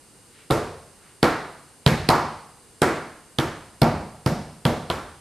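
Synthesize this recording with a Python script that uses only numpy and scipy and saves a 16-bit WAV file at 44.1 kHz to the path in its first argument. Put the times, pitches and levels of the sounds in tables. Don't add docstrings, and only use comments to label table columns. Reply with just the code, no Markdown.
import sys
import numpy as np
from scipy import signal
from scipy.fft import rfft, irfft
from scipy.io import wavfile
from scipy.ndimage import uniform_filter1d

SR = 44100
rng = np.random.default_rng(int(sys.argv[2]) if len(sys.argv) > 2 else 0)


def output_pcm(signal):
    pcm = np.clip(np.atleast_2d(signal).T, -1, 1) * 32767
    wavfile.write(sys.argv[1], SR, np.round(pcm).astype(np.int16))


N = 229394

SLAP_SAMPLES, LEAD_SAMPLES = 49152, 1024
T = (np.arange(SLAP_SAMPLES) - LEAD_SAMPLES) / SR
AFTER = np.maximum(T, 0)
HZ = np.fft.rfftfreq(SLAP_SAMPLES, 1 / SR)
SCENE_HZ = np.fft.rfftfreq(N, 1 / SR)
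LANDING_S = 0.0011


def amp(db):
    return 10 ** (np.asarray(db) / 20)


def read(points, hz):
    f, value = np.transpose(points)
    return np.interp(np.log(hz + 1), np.log(f + 1), value)


def hump(hz, centre_hz, octaves):
    return np.exp(-(np.log2((hz + 1) / centre_hz) / octaves) ** 2)


def add(mix, start_s, sound):
    part = mix[:, round(start_s * SR):][:, :sound.shape[1]]
    part += sound[:, :part.shape[1]]


def low_pass(x, hz):
    taps = signal.firwin(255, hz, window=("kaiser", 9), fs=SR)
    return signal.oaconvolve(x, taps[None], "same")


def high_pass(x, hz):
    return signal.sosfilt(signal.butter(2, hz, "high", fs=SR, output="sos"), x)


def stereo_noise(width, size):
    mid, side = rfft(rng.standard_normal((2, size)))
    side = side * amp(read(width, np.fft.rfftfreq(size, 1 / SR)))
    return np.array([mid + side, mid - side])


def burst(spectrum, rise_s, t60, delay_s):
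    t = T - delay_s
    rise = np.exp(np.minimum(t, 0) / rise_s)
    decay = amp(-60 * np.maximum(t, 0) / t60)
    envelope = rise * decay
    return irfft(spectrum) * envelope / np.linalg.norm(envelope)


# pitch_hz, level_db (rms)
WHINE_TONES = [(2853, -73), (6277, -71.5), (7418, -72), (8468, -72.5), (8565, -80), (8656, -67.5),
               (9227, -71.5), (9609, -67), (9798, -81), (10180, -77)]


def whine():
    drift = uniform_filter1d(rng.standard_normal(N), size=3000)
    clock_s = np.cumsum(1 + 0.000307 * drift / drift.std()) / SR
    tones = sum(amp(level_db) * np.sin(2 * np.pi * (pitch_hz * clock_s + rng.random()))
                for pitch_hz, level_db in WHINE_TONES)
    return np.sqrt(2) * tones


# frequency_hz, relative level_db (per Hz)
QUIET_TONE = [(15, -8), (25, 6), (60, 2.5), (136, 6.5), (187, 4), (480, 2.5), (620, -4.5), (846, -2.5),
              (2500, -9.5), (3500, -12), (4700, -7), (6000, -13.5), (8600, -5), (12500, -15)]
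# frequency_hz, side_db (against mid)
QUIET_WIDTH = [(60, -8.5), (240, -11), (950, -9), (3770, -7.5), (15000, -1)]


def background():
    quiet_db, hiss_edge_hz = -52.5, 12600
    hiss = irfft(stereo_noise(QUIET_WIDTH, N) * amp(read(QUIET_TONE, SCENE_HZ)), N)
    return low_pass(amp(quiet_db) * hiss / hiss.std(), hiss_edge_hz) + whine()


# frequency_hz, side_db (against mid)
WIDTH = [(100, -27), (400, -22), (1000, -17), (2000, -12.5), (4000, -12.5), (8000, -7.5), (12000, -3)]
# middle_s, length_s, level_db (rms at the loudest), pitch_hz
SLEEVES = [(0.393, 0.15, -55, 1970), (1.077, 0.15, -57, 1460)]


def sleeve(middle_s, length_s, level_db, pitch_hz):
    rub = irfft(stereo_noise(WIDTH, N) * hump(SCENE_HZ, pitch_hz, octaves=1.2), N)
    swing = np.exp(-(2 * (np.arange(N) / SR - middle_s) / length_s) ** 2)
    return amp(level_db) * swing * rub / rub.std()


def radiated(pressure, low_hz):
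    return high_pass(pressure, low_hz)


def air_puff(squeeze_s):
    u = T / squeeze_s
    pulse = -u * np.exp(1 - abs(u))
    return radiated(pulse, low_hz=146.9)


# frequency_hz, relative level_db
CRACK_TONE = [(200, -25), (900, 18.5), (2000, 10), (3200, 14.5), (5000, 13), (6500, -1), (9000, 5.5),
              (13000, -2), (15000, -11)]


def skin_crack(snap):
    snap_db = 6
    skin = stereo_noise(WIDTH, SLAP_SAMPLES) * amp(read(CRACK_TONE, HZ) + snap_db * snap)
    crack = burst(skin, rise_s=.8 * LANDING_S, t60=.009, delay_s=-.0002)
    return crack * amp([[-1.2], [1.2]])


# delay_s, level_db (against the direct sound)
ECHOES = [(.0046, -16), (0.0122, -16), (0.0131, -12), (.0144, -17.5), (0.0238, -18.5)]


def with_echoes(sound):
    out = sound.copy()
    for delay_s, level_db in ECHOES:
        add(out, delay_s, amp(level_db) * sound)
    return out


def knock(colour):
    woody = HZ ** 2 / (HZ ** 2 + 130 ** 2) / np.hypot(1, HZ / 1200)
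    spectrum = stereo_noise(WIDTH, SLAP_SAMPLES) * colour * woody
    return burst(spectrum, rise_s=1.3 * LANDING_S, t60=0.05, delay_s=0.0026)


# pitch_hz, level_db (before the hand's drive), t60_s
BOARD_MODES = [(136, -15.5, 0.15), (80, -58.5, 0.83), (151, -31.5, 0.71), (167, -28, 0.29),
               (233.8, -29, 0.52), (333.5, -25.5, 0.36), (442, -34, 0.35), (500, -27, 0.22),
               (722, -32.5, 0.62), (921, -33, 0.44), (1166, -41.5, 0.72), (1363, -30.5, 0.31),
               (1977, -64, 0.4), (2234, -40.5, 0.57)]


def board_ring(hand_db, thump_db):
    hz, level_db, t60 = np.transpose(BOARD_MODES)[:, :, None]
    level_db = level_db + np.interp(hz, HZ, hand_db) + thump_db * (hz == hz[0])
    sign = np.where(hz < 200, -1, rng.choice([-1, 1], hz.shape))
    modes = sign * amp(level_db - 60 * AFTER / t60) * np.sin(2 * np.pi * hz * AFTER)
    return radiated(modes.sum(0), low_hz=51)


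# band centre_hz, t60_s
ROOM_DECAY = [(60, 0.76), (150, 0.65), (350, 0.54), (800, 0.67), (1800, 0.68), (4500, 0.77), (8000, 0.57),
              (13000, 0.36)]


def room_tail(colour):
    spectrum = stereo_noise(WIDTH, SLAP_SAMPLES) * colour
    centres, t60s = np.transpose(ROOM_DECAY)
    tail = 0
    for one, t60 in zip(np.eye(len(ROOM_DECAY)), t60s):
        band = read(np.c_[centres, one], HZ)
        tail = tail + burst(spectrum * band, rise_s=0.00053, t60=t60, delay_s=0.00665)
    return tail


def hand_shape(weight_db, hollow_hz, hollow_db, smack_hz, sting_db):
    smack_db = 4.5
    bass = 1 / (1 + (HZ / 200) ** 4)
    treble = 1 - 1 / (1 + (HZ / 3000) ** 4)
    hollow = hump(HZ, hollow_hz, octaves=0.4)
    smack = hump(HZ, smack_hz, octaves=0.64)
    return weight_db * bass + hollow_db * hollow + smack_db * smack + sting_db * treble


# frequency_hz, relative level_db
SLAP_TONE = [(25, 15), (55, 17.5), (85, 25), (150, 22.5), (350, 26), (750, 22.5), (1300, 18), (2200, 11),
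             (3200, 4), (5000, 2.5), (7000, -2), (9500, -5.5), (13000, -7.5), (15000, -31)]
# start_s, force_db, arm weight_db, hollow_hz (under the palm), hollow_db,
#   finger smack_hz, skin sting_db, crack_db, crack_hz
SLAPS = [ (0.5039, -11.5, -13, 604, 11.5, 1310, 6, -22, 3160),
         (0.5095, -5, 7.5, 446, 11, 1170, 3.5, -8.5, 9000),
         (1.2305, 3.5, -6, 320, 2, 1530, -2.5, -2.5, 4000),
         (1.8643, -.5, 7.5, 162.4, 4.5, 2130, 4, -2.5, 3880),
         (2.0903, 3.5, -1.5, 940, 4, 1170, -0.5, 2, 4700), (2.8198, 2.5, -4, 333, 4.5, 1680, -1, -3, 8400),
         (3.3874, -5, 4, 315, 5.5, 1454, 3.5, -9, 3200), (3.8189, 1.5, 6, 198, 5.5, 694, -4.5, -4.5, 4770),
         (4.2626, -6.5, 8.5, 195, 11, 630, 3.5, -10, 5150), (4.6539, -3, 7, 210, 4.5, 586, 1.5, -8, 3540),
         (4.9017, -7.5, -0.5, 64, 12.5, 1290, 2, -13.5, 3470), ]


def slap(force_db, weight_db, hollow_hz, hollow_db, smack_hz, sting_db, crack_db, crack_hz):
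    puff_db = -9 + 0.93 * force_db - 0.37 * weight_db
    knock_db = -3.5 - .8 * force_db
    thump_db = -4 + 0.59 * weight_db
    room_db, snap_in_room_db = 1.63, 3.5
    hand_db = force_db + hand_shape(weight_db, hollow_hz, hollow_db, smack_hz, sting_db)
    colour = amp(read(SLAP_TONE, HZ) + hand_db)
    snap = hump(HZ, crack_hz, octaves=0.28)
    puff = amp(puff_db) * air_puff(squeeze_s=0.00043)
    crack = amp(crack_db) * skin_crack(snap)
    dull = amp(knock_db) * knock(colour)
    ring = board_ring(hand_db, thump_db)
    room = amp(room_db) * room_tail(colour * amp(snap_in_room_db * snap))
    return with_echoes(puff + crack) + dull + ring + room


def scene():
    mix = background()
    mix += sum(sleeve(*row) for row in SLEEVES)
    for start_s, *hand in SLAPS:
        add(mix, start_s - LEAD_SAMPLES / SR, slap(*hand))
    return mix * amp([[-.3], [.3]])


def record(dry):
    bass_cut_hz, ceiling, edge_hz = 33, .85, 14600
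    heard = high_pass(dry, bass_cut_hz)
    rounded = heard / (1 + (heard / ceiling) ** 6) ** (1 / 6)
    return low_pass(rounded, edge_hz)


dry = scene()
out = record(dry)
output_pcm(out)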